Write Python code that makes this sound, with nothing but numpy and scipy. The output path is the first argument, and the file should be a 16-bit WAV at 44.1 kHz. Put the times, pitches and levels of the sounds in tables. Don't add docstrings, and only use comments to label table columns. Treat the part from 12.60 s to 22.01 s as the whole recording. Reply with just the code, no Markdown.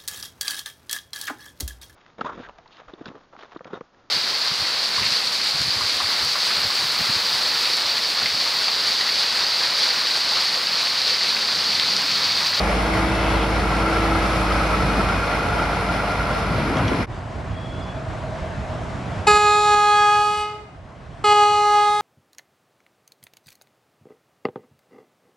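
import sys
import numpy as np
from scipy import signal
from scipy.fft import rfft, irfft
from scipy.io import wavfile
from scipy.ndimage import uniform_filter1d, map_coordinates

SR = 44100
rng = np.random.default_rng(int(sys.argv[2]) if len(sys.argv) > 2 else 0)


def master_out(mix):
    frames = np.transpose(np.atleast_2d(mix))
    ceiling = np.clip(frames, -1, 1)
    pcm = np.round(ceiling * 32767).astype(np.int16)
    wavfile.write(sys.argv[1], SR, pcm)


N = 414981

# time in seconds, firing rate in Hz, then firing tone, gear whine and
# relative body noise in dB.
NEAR_ENGINE = [(0.0, 52.5, -25.5, -42, 2), (0.61, 55.06, -25.5, -53, 0.5), (1.0, 53.2, -25.5, -44, -0.8),
               (1.4, 55.02, -25, -47, 1), (1.85, 53.52, -25.5, -43, 2), (2.4, 53.03, -26.5, -39.5, 0),
               (2.9, 52.54, -31.5, -44, -2.5), (3.63, 51.77, -30, -51, -4.5),
               (4.43, 51.6, -35.5, -45, -6.5)]
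# multiple of the firing rate, level in dB over the firing tone.
EXHAUST_TONES = [(2, -15), (3.5, -8), (4, -16), (5.5, -15), (8.5, -14), (11.5, -17), (13.5, -15), (15, -16),
                 (16, -16)]
# level in dB at the loudest, share of the fading.
NEAR_BANDS = [(-24.5, 0.08), (-19, 0.36), (-32.5, 0.73)]
# frequency in Hz, relative level in dB.
NEAR_COLOUR = [(18, -35), (30, -17.5), (58, -11), (81, 7), (283, -8), (321, -14.5), (374, -13.5),
               (459, -16), (1060, -17), (1340, -19), (1770, -23), (5170, -24.5), (7980, -41.5),
               (10300, -31.5), (13300, -49.5)]
# frequency in Hz, side over mid in dB.
NEAR_WIDTH = [(60, -29), (190, -15.5), (600, -11.5), (1250, -13.5), (1720, 0.5), (2200, -9), (3200, -4.5),
              (5000, -9.5), (6400, -1.5), (7800, 13), (10200, -13), (12800, 5.5)]
# centre in Hz, width in Hz, lift in dB.
NEAR_RESONANCES = [(637, 94, 3.5), (2140, 580, 5.5), (477, 24, 3.5), (1800, 66, -7.5), (1386, 81, 4.5),
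                   (118, 30, -4.5), (4290, 260, 3.5), (5250, 400, 3.5)]
def near_truck(t, pipe_hz=328, pipe_width_hz=11.4, whine_multiple=46.7):
    firing_hz, tone_db, whine_db, body_db = curves(NEAR_ENGINE, t)
    firings = np.cumsum(firing_hz) / SR
    detuning = 2 * (6 * firing_hz - pipe_hz) / pipe_width_hz
    sixth_db = tone_db - 4 - 10 * np.log10(1 + detuning ** 2)
    orders = [(1, tone_db), (6, sixth_db), (whine_multiple, whine_db)]
    orders += [(k, tone_db + db) for k, db in EXHAUST_TONES]
    tones = sum(gain_of(db + .7 * wander(t, 8)) * np.sin(2 * np.pi * (k * firings + rng.random()))
                for k, db in orders)
    throb = 1 + .035 * np.cos(np.pi * firings) + .069 * np.cos(2 * np.pi * firings)
    body = roar(t, body_db, NEAR_BANDS, NEAR_COLOUR, NEAR_WIDTH, NEAR_RESONANCES,
                low_hz=380, high_hz=2340, patchy_db=.6, flicker_db=.49)
    return np.sqrt(2) * tones + throb * body


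# time in seconds, air pressure in dB re full.
HORN_BLASTS = [
    [(6.667, -9.5), (6.69, -7), (6.87, -3.5), (7.02, -5.5), (7.16, -1), (7.4, 0), (7.56, -1.5), (7.78, -9),
     (7.9, -12.5), (7.98, -17), (8.07, -26)],
    [(8.639, -6.5), (8.68, -3.5), (8.83, 0), (9.01, -2.5), (9.17, 1), (9.39, -4), (9.6, -12.5)],
]
# time in seconds, rate in Hz.
MOUNT_RATTLE = [(6.7, 72.4), (7.43, 70.4), (7.8, 65.5), (8.68, 58.1), (9.4, 57)]
def air_horn(blast, horn_hz=415.6, sharpen_hz_per_db=.36, buzz_hz=91):
    rows = HORN_BLASTS[blast]
    opens, silent = rows[0][0], rows[-1][0]
    t = np.arange(round(opens * SR), min(round(silent * SR), N)) / SR
    age = t - opens
    pressure_db = curves(rows, t)[0]
    hz = horn_hz + 14 * np.exp(-age / .005) - sharpen_hz_per_db * pressure_db
    cycles = np.cumsum(hz + .28 * wander(t, 40) + .3 * wander(t, 300)) / SR
    rattle = phase_of(curves(MOUNT_RATTLE, t)[0])
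    out = np.zeros((2, len(t)))
    for n in range(1, 31):
        size = np.sqrt(2) * gain_of(partial_db(n, blast, t, age, pressure_db))
        depth = np.clip(.12 * (n - 5.5), .04, .42)
        depth = depth * np.clip(.7 + .25 * wander(t, 6), 0, 1.2)
        shake = np.cos(rattle + 2 * np.pi * rng.random()) + (n > 10) * .36 * np.cos(2 * rattle)
        size *= 1 + depth * shake
        if 3 <= n <= 5:
            size += gain_of(pressure_db - 40) * np.cos(2 * np.pi * buzz_hz * t)
        angle = 2 * np.pi * n * cycles - .04 * n ** 2 + depth / 2 * np.sin(rattle) + .2 * wander(t, 3)
        out += size * horn_at_ports(n, horn_hz * n, angle)
    out += escaping_air(pressure_db, cycles)
    valve = np.clip(np.minimum(age / .0058, (silent - t) / .022), 0, 1)
    whole = np.zeros((2, N))
    whole[:, round(opens * SR):][:, :len(t)] = out * valve
    return whole


# partial number, dB per dB of pressure, then for each blast the level at
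# full pressure in dB, drift in dB per second and bend in dB per second squared.
HORN_PARTIALS = [(1, 0.33, -14, -5.5, 0, -13.5, 3.5, -14), (2, 1.13, -8.5, 4, -2, -5.5, 4.5, -6),
                 (3, 0.87, -7, -0.6, 0.3, -6.5, -2.5, -1), (4, 1.46, -10, -14, 6.5, -21.5, -2, 9),
                 (5, 0.25, -26, -7, 6, -22.5, 1, -8), (6, 0.59, -19, 2, -2.5, -18, -19, 4),
                 (7, 0.43, -28, -12, 15.5, -19, -4, -18), (8, 1.07, -28.5, 9, -3.5, -23.5, -14.5, 19),
                 (9, 0.21, -25, -10, 3, -31.5, 5, 4), (10, 0.15, -26.5, 4.5, -10, -26.5, 8, -15),
                 (11, 0.75, -28, -2, 3, -27.5, -2, -5), (12, -0.83, -38.3, -4, -4, -38.5, -3, 8.4),
                 (13, 1.1, -35, -2.5, 3, -41, 4, -1.1), (14, 0.55, -35.5, -14, 13, -35.1, 4, -8.0),
                 (15, 1, -43, 2, 5, -39, 3.4, 3.5), (16, 0.58, -36.5, 14, -23, -41, 2, -5),
                 (17, -0.091, -33, -8, -8, -44, 5, -10.0), (18, 0.14, -34, -10.5, 3, -35.5, -12.6, 9),
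                 (19, 0.13, -38.5, -5, 0, -38, -3.4, -1.6), (20, 0.32, -54.5, 4.5, 7.5, -46.6, 5.0, -4.3),
                 (22, 0.8, -48, 4, -3, -47, 2, -4), (24, 0.18, -43.5, -11, 7, -47, 3, -0.0),
                 (30, 0.75, -61, -4, 0, -65, 2, 0)]
# partial number, time in seconds, dip in dB,
# half-length in seconds.
PARTIAL_DIPS = [(7, 6.99, -9, 0.084), (4, 7.04, -6, 0.027), (5, 7.0, -7, 0.031), (6, 9.09, -7, 0.055),
                (12, 7.17, -5, .08), (5, 7.62, -14, 0.084), (12, 8.88, -5, .06), (4, 8.95, -6, 0.1),
                (8, 9.06, -9, 0.097), (7, 9.32, -10, 0.046)]
ONSET_DB = [7, -1]
COLLAPSE_DB = -10
def partial_db(n, blast, t, age, pressure_db):
    numbers, *columns = np.transpose(HORN_PARTIALS)
    columns = [columns[0]] + columns[1 + 3 * blast:4 + 3 * blast]
    follow, full_db, drift, bend = (np.interp(n, np.rint(numbers), c) for c in columns)
    db = full_db + follow * pressure_db + (drift + bend * age) * age
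    db += .48 * n * np.minimum(pressure_db - COLLAPSE_DB, 0)
    db += ONSET_DB[blast] * {1: -1, 2: 1, 3: -2, 4: -2}.get(n, 0) * np.exp(-(age / .012) ** 4)
    db += .5 * wander(t, 40) if n < 4 else 1.4 * wander(t, 7)
    return db + sum(dip * bump(t - s, length) for k, s, dip, length in PARTIAL_DIPS if round(k) == n)


HORN_BALANCE_DB = [-0.8, 1, -1.5, -7.5, .7]
# frequency in Hz, lead of the left port in radians.
HORN_LEAD = [(400, 0.08), (2000, 0.25), (3000, 0.6), (4600, 0.55), (5800, 0.5), (7000, 2), (8500, 1.5),
             (10000, 1), (11200, 1), (12100, 2), (12600, -5)]
def horn_at_ports(n, hz, angle):
    lean = gain_of(HORN_BALANCE_DB[min(n, len(HORN_BALANCE_DB)) - 1])
    lead = np.tan(np.clip(at_hz(HORN_LEAD, hz), -2.3, 2.3) / 2)
    side = (lean - 1) / (lean + 1) * np.cos(angle) - lead * np.sin(angle)
    return np.cos(angle) + np.array([side, -side])


# frequency in Hz, relative level in dB.
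AIR_COLOUR = [(300, -20), (900, -2), (1500, -14), (3000, -7), (5000, -5), (7000, -5), (8500, -11),
              (11000, -18), (13000, -34)]
def escaping_air(pressure_db, cycles):
    noise = rng.standard_normal((3, len(cycles)))
    hiss = unit_rms(coloured(noise[0] + .5 * noise[1:], AIR_COLOUR))
    db = -37 + .5 * pressure_db + 2 * np.minimum(pressure_db - COLLAPSE_DB, 0)
    return hiss * gain_of(db) * (1 + .5 * np.cos(2 * np.pi * cycles))


# frequency in Hz, level in dB relative to the horn.
ECHO_COLOUR = [(400, -17), (830, -18.5), (1250, -15.5), (1660, -11.5), (2080, -8), (2500, -14),
               (2900, -12.5), (4000, -9.5), (6000, -10), (9000, -10)]
WALL_FLATTENING = [.001, .008, .017, .024]
def echoes(horn, opens, t60=.77):
    t, samples, out = np.arange(SR // 2) / SR, np.arange(N), np.zeros((2, N))
    mono = coloured(horn.mean(0), ECHO_COLOUR)
    for share in WALL_FLATTENING:
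        taps = rng.standard_normal((2, len(t))) * (rng.random((2, len(t))) < .05)
        taps *= gain_of(-60 * t / t60) * (t > .03)
        slowed = map_coordinates(mono, [samples - share * (samples - opens * SR)], order=3)
        out += signal.fftconvolve(slowed[None], taps / np.linalg.norm(taps[0]), axes=1)[:, :N]
    return out / np.sqrt(len(WALL_FLATTENING))


# time in seconds, relative level in dB.
FAR_LEVEL = [(4.48, -2), (5.1, -1.5), (5.7, 0), (6.6, 1), (7.3, 0), (8.1, -2.5), (8.6, -0.5), (9.41, -7)]
# level in dB at the loudest, share of the fading.
FAR_BANDS = [(-25, 0.65), (-30, 1.04), (-43.5, 1.47)]
# frequency in Hz, relative level in dB.
FAR_COLOUR = [(18, -41), (30, -15.5), (97, -4.5), (243, -14.5), (415, -16.5), (640, -14), (825, -15),
              (1090, -16), (1240, -19), (1520, -20), (7780, -44), (10300, -53), (13300, -81)]
# frequency in Hz, side over mid in dB.
FAR_WIDTH = [(60, -29), (130, -12.5), (280, -14.5), (600, -9.5), (1290, -5), (2770, -10.5), (5970, -10.5),
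             (12800, 5)]
# centre in Hz, width in Hz, lift in dB.
FAR_RESONANCES = [(97, 45, 3), (625, 70, 4.5), (705, 70, 4)]
def far_truck(t):
    return roar(t, curves(FAR_LEVEL, t)[0], FAR_BANDS, FAR_COLOUR, FAR_WIDTH, FAR_RESONANCES,
                low_hz=300, high_hz=2500, patchy_db=1.1, flicker_db=.5)


# frequency in Hz, left over right in dB.
MIC_BALANCE = [(60, -4), (230, -0.5), (880, 0), (3360, 2), (12800, -1)]
def roar(t, level_db, bands, colour, width, resonances, low_hz, high_hz, patchy_db, flicker_db):
    frames, hz = N // 256 + 5, np.fft.rfftfreq(1024, 1 / SR)
    frame_t = np.arange(frames) * 256 / SR
    mid_re, mid_im, side_re, side_im, patches = rng.standard_normal((frames, 513, 5)).T
    patches = unit_rms(uniform_filter1d(uniform_filter1d(patches, size=8, axis=0), size=12, axis=1))
    resonance_db = sum(db / (1 + (2 * (hz - f) / w) ** 2) for f, w, db in resonances)
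    shape = gain_of(at_hz(colour, hz) + resonance_db)
    low, high = 1 / (1 + (hz / low_hz) ** 4), 1 / (1 + (high_hz / (hz + 1)) ** 4)
    regions = [shape * r for r in (low, np.clip(1 - low - high, 0, 1), high)]
    fading_db = np.interp(frame_t, t, level_db - level_db.max())
    field = sum(np.outer(r / np.linalg.norm(r), gain_of(db + share * fading_db))
                for r, (db, share) in zip(regions, bands))
    field *= gain_of(patchy_db * patches + flicker_db * wander(frame_t, 30))
    mid = mid_re + 1j * mid_im
    side = (side_re + 1j * side_im) * gain_of(at_hz(width, hz))[:, None]
    lean = gain_of(at_hz(MIC_BALANCE, hz) / 2)[:, None]
    stereo = field * np.array([(mid + side) * lean, (mid - side) / lean])
    return signal.istft(stereo, nperseg=1024, noverlap=768)[1][:, :N] / np.sqrt(2)


# time in seconds, turns so far, squeak pitch in Hz, level in dB.
SHAFT = [(.6, 5.6, 1335, -38), (1.1, 10.65, 1335, -30), (1.3, 12.69, 1335, -25), (1.5, 14.78, 1325, -28),
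         (1.8, 17.81, 1300, -27), (2.35, 23.44, 1300, -26), (2.5, 24.99, 1372, -28),
         (3.3, 33.01, 1378, -29), (3.6, 35.95, 1378, -30), (4.2, 41.7, 1370, -35)]
def shaft_squeak(t, glide_hz_per_turn=60, chatter_lag_turns=.35):
    turns, hz, db = curves(SHAFT, t)
    offset = turns - np.rint(turns)
    chatter = .9 * np.clip(.5 + .5 * wander(t, 5.9), 0, 1) * bump(offset - chatter_lag_turns, .08)
    envelope = (.38 + bump(offset, .08) + chatter) * (t > SHAFT[0][0]) * (t < SHAFT[-1][0])
    pitch = hz + glide_hz_per_turn * offset + 40 * wander(t, 300)
    return envelope * gain_of(db + 2.1 * wander(t, 80)) * tone(pitch)


# frequency in Hz, level in dB, seconds to fall 60 dB.
KNOCK_RING = [(850, 0, .05), (915, -2, .04), (790, -4, .04)]
def shaft_knocks(t, loudest_s=3.0, spread_s=.45):
    turns = curves(SHAFT, t)[0]
    strikes = np.diff(np.floor(2 * turns + .6), prepend=0) == 1
    db = -19 - 9 * ((t - loudest_s) / spread_s) ** 2 + 2 * rng.standard_normal(N)
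    return struck(strikes * gain_of(db), KNOCK_RING, rise_s=.002)


# start in seconds, peak in dB.
COUPLING_BLOWS = [(4.169, -22), (4.177, -28), (4.184, -26), (4.281, -19.5), (4.286, -26)]
# frequency in Hz, level in dB, seconds to fall 60 dB.
COUPLING_RING = [(3300, 2, .018), (2988, -3, .02), (3700, -3, .012), (4500, -5, .01), (5760, -5, .012),
                 (6460, -9, .01)]
def coupling_clanks():
    blows = np.zeros(N)
    for start, db in COUPLING_BLOWS:
        blows[round(start * SR)] = gain_of(db)
    return struck(blows, COUPLING_RING, rise_s=.0003)


def brake_vent(t, opens_s=.4, shuts_s=.85, db=-35.5):
    swell = np.clip(np.minimum((t - opens_s) / (shuts_s - opens_s), (shuts_s - t) / .01), 0, 1)
    return gain_of(db) * np.sqrt(swell) * band_noise(2500, 3600, N)


# start and length in seconds, pitch in Hz, glide in Hz per second,
# level in dB, waver in Hz.
THIN_WHISTLES = [(.45, .36, 2640, -40, -41, 13), (4.86, .57, 3280, 260, -49, 45),
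                 (5.215, .03, 4950, 300, -56, 60), (2.05, 1.9, 716, -14, -39, 1),
                 (2.5, 1.2, 1268, -14, -42, 2), (3.2, .9, 632, -22, -41, 2), (5.3, 1.35, 624, -8, -46, 2)]
def whistles(t):
    out = np.zeros(N)
    for start, length, hz, glide, db, waver_hz in THIN_WHISTLES:
        envelope = np.clip(np.minimum(t - start, start + length - t) / (.25 * length), 0, 1)
        pitch = hz + glide * np.clip(t - start, 0, length) + waver_hz * wander(t, 250)
        out += envelope * gain_of(db + 2.5 * wander(t, 120)) * tone(pitch)
    return out


# time in seconds, level in dB, depth of the throb from 0 to 1.
DISTANT_WHINE = [(4.5, -54, .3), (4.9, -45, .4), (5.4, -44, .3), (5.65, -39, .9), (5.86, -40, .9),
                 (5.95, -45, .3), (6.2, -43, .3), (6.4, -54, .3)]
def distant_whine(t, hz=645, throb_hz=10.7, crest_s=5.655):
    db, depth = curves(DISTANT_WHINE, t)
    throb = 1 + depth * np.cos(2 * np.pi * throb_hz * (t - crest_s))
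    return throb * gain_of(db + wander(t, 20)) * tone(hz + 2 * wander(t, 30))


# peak time in seconds, level in dB, centre in Hz, length in seconds.
WIND_BUFFETS = [(2.3, -29.5, 150.6, 0.5), (2.39, -22.5, 224.8, 0.039), (3.95, -24.5, 115, 0.23),
                (4.12, -18, 203.7, 0.028), (4.15, -25, 175.4, 0.54), (4.19, -22, 790, 0.052),
                (4.22, -18, 113, 0.085), (4.33, -22, 250, 0.047), (4.4, -21.5, 205, 0.049)]
def wind(t, puff_count=9, until_s=4.43):
    small = [(when * until_s, -28 + 2 * (size - .5), 900 * (.66 + .66 * pitch), .024)
             for when, size, pitch in rng.random((puff_count, 3))]
    puffs = turbulence(small, t, edge_ratio=1.37) * np.array([[1], [-1]])
    return puffs + turbulence(WIND_BUFFETS, t, edge_ratio=1.6) * np.array([[1.1], [.9]])


def turbulence(rows, t, edge_ratio):
    out = np.zeros(N)
    for s, db, hz, length in rows:
        span = slice(max(round(s * SR) - SR // 2, 0), round(s * SR) + SR // 2)
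        lump = band_noise(hz / edge_ratio, hz * edge_ratio, SR)[:len(t[span])]
        out[span] += gain_of(db) * lump * bump(t[span] - s, length / 2)
    return out


def struck(blows, modes, rise_s):
    t = np.arange(SR // 8) / SR
    ring = sum(gain_of(db - 60 * t / t60) * np.sin(2 * np.pi * hz * t) for hz, db, t60 in modes)
    ring *= 1 - np.exp(-t / rise_s)
    return signal.oaconvolve(blows, ring / abs(ring).max())[:N]


def band_noise(low_hz, high_hz, count):
    band = signal.butter(2, [low_hz, high_hz], "band", fs=SR, output="sos")
    return unit_rms(signal.sosfilt(band, rng.standard_normal(count)))


def coloured(x, colour):
    count = x.shape[-1]
    return irfft(rfft(x) * gain_of(at_hz(colour, np.fft.rfftfreq(count, 1 / SR))), count)


def wander(t, top_hz):
    rates = np.geomspace(top_hz / 10, top_hz, 10)
    return unit_rms(sum(np.sin(2 * np.pi * (hz * t + rng.random())) / np.sqrt(hz) for hz in rates))


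def tone(hz):
    return np.sqrt(2) * np.sin(phase_of(hz))


def phase_of(hz):
    return 2 * np.pi * np.cumsum(hz) / SR


def bump(x, half_width):
    return np.exp(-(x / half_width) ** 2)


def curves(rows, t):
    times, *columns = np.transpose(rows)
    return [np.interp(t, times, c) for c in columns]


def at_hz(rows, hz):
    f, value = np.transpose(rows)
    return np.interp(np.log(hz + 1), np.log(f + 1), value)


def unit_rms(x):
    return x / np.sqrt(np.mean(x ** 2) + 1e-20)


def gain_of(db):
    return 10 ** (np.asarray(db) / 20)


# time in seconds, gain.
PLACE_FADE = [(4.43, 1), (4.463, 0.0087), (4.47, 0.28), (4.51, 1)]
def scene():
    t = np.arange(N) / SR
    near = near_truck(t) + shaft_squeak(t) + shaft_knocks(t) + coupling_clanks() + brake_vent(t)
    horns = [air_horn(blast=0), air_horn(blast=1)]
    far = far_truck(t) + distant_whine(t)
    far += sum(horn + echoes(horn, opens=rows[0][0]) for horn, rows in zip(horns, HORN_BLASTS))
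    trucks = np.where(t < PLACE_FADE[1][0], near, far)
    return (trucks + whistles(t) + wind(t)) * curves(PLACE_FADE, t)[0]


# start in seconds, step in dB.
LOUDNESS_STEPS = [(6.686, -2.5), (6.717, -2.5), (6.777, -3), (7.148, -3), (8.731, -3), (8.841, -2.5)]
def record(dry, step_s=.003, creep_from_s=8.17, creep_s=.68, creep_db=4, top_hz=13440):
    t = np.arange(N) / SR
    level_db = sum(db * np.clip((t - s) / step_s, 0, 1) for s, db in LOUDNESS_STEPS)
    level_db += creep_db * np.clip((t - creep_from_s) / creep_s, 0, 1)
    thinned = signal.sosfilt(signal.butter(4, 38, "high", fs=SR, output="sos"), dry)
    lowpass = signal.firwin(511, top_hz, window=("kaiser", 9), fs=SR)
    return signal.oaconvolve(thinned * gain_of(level_db), lowpass[None], "same")


dry = scene()
out = record(dry)
master_out(out)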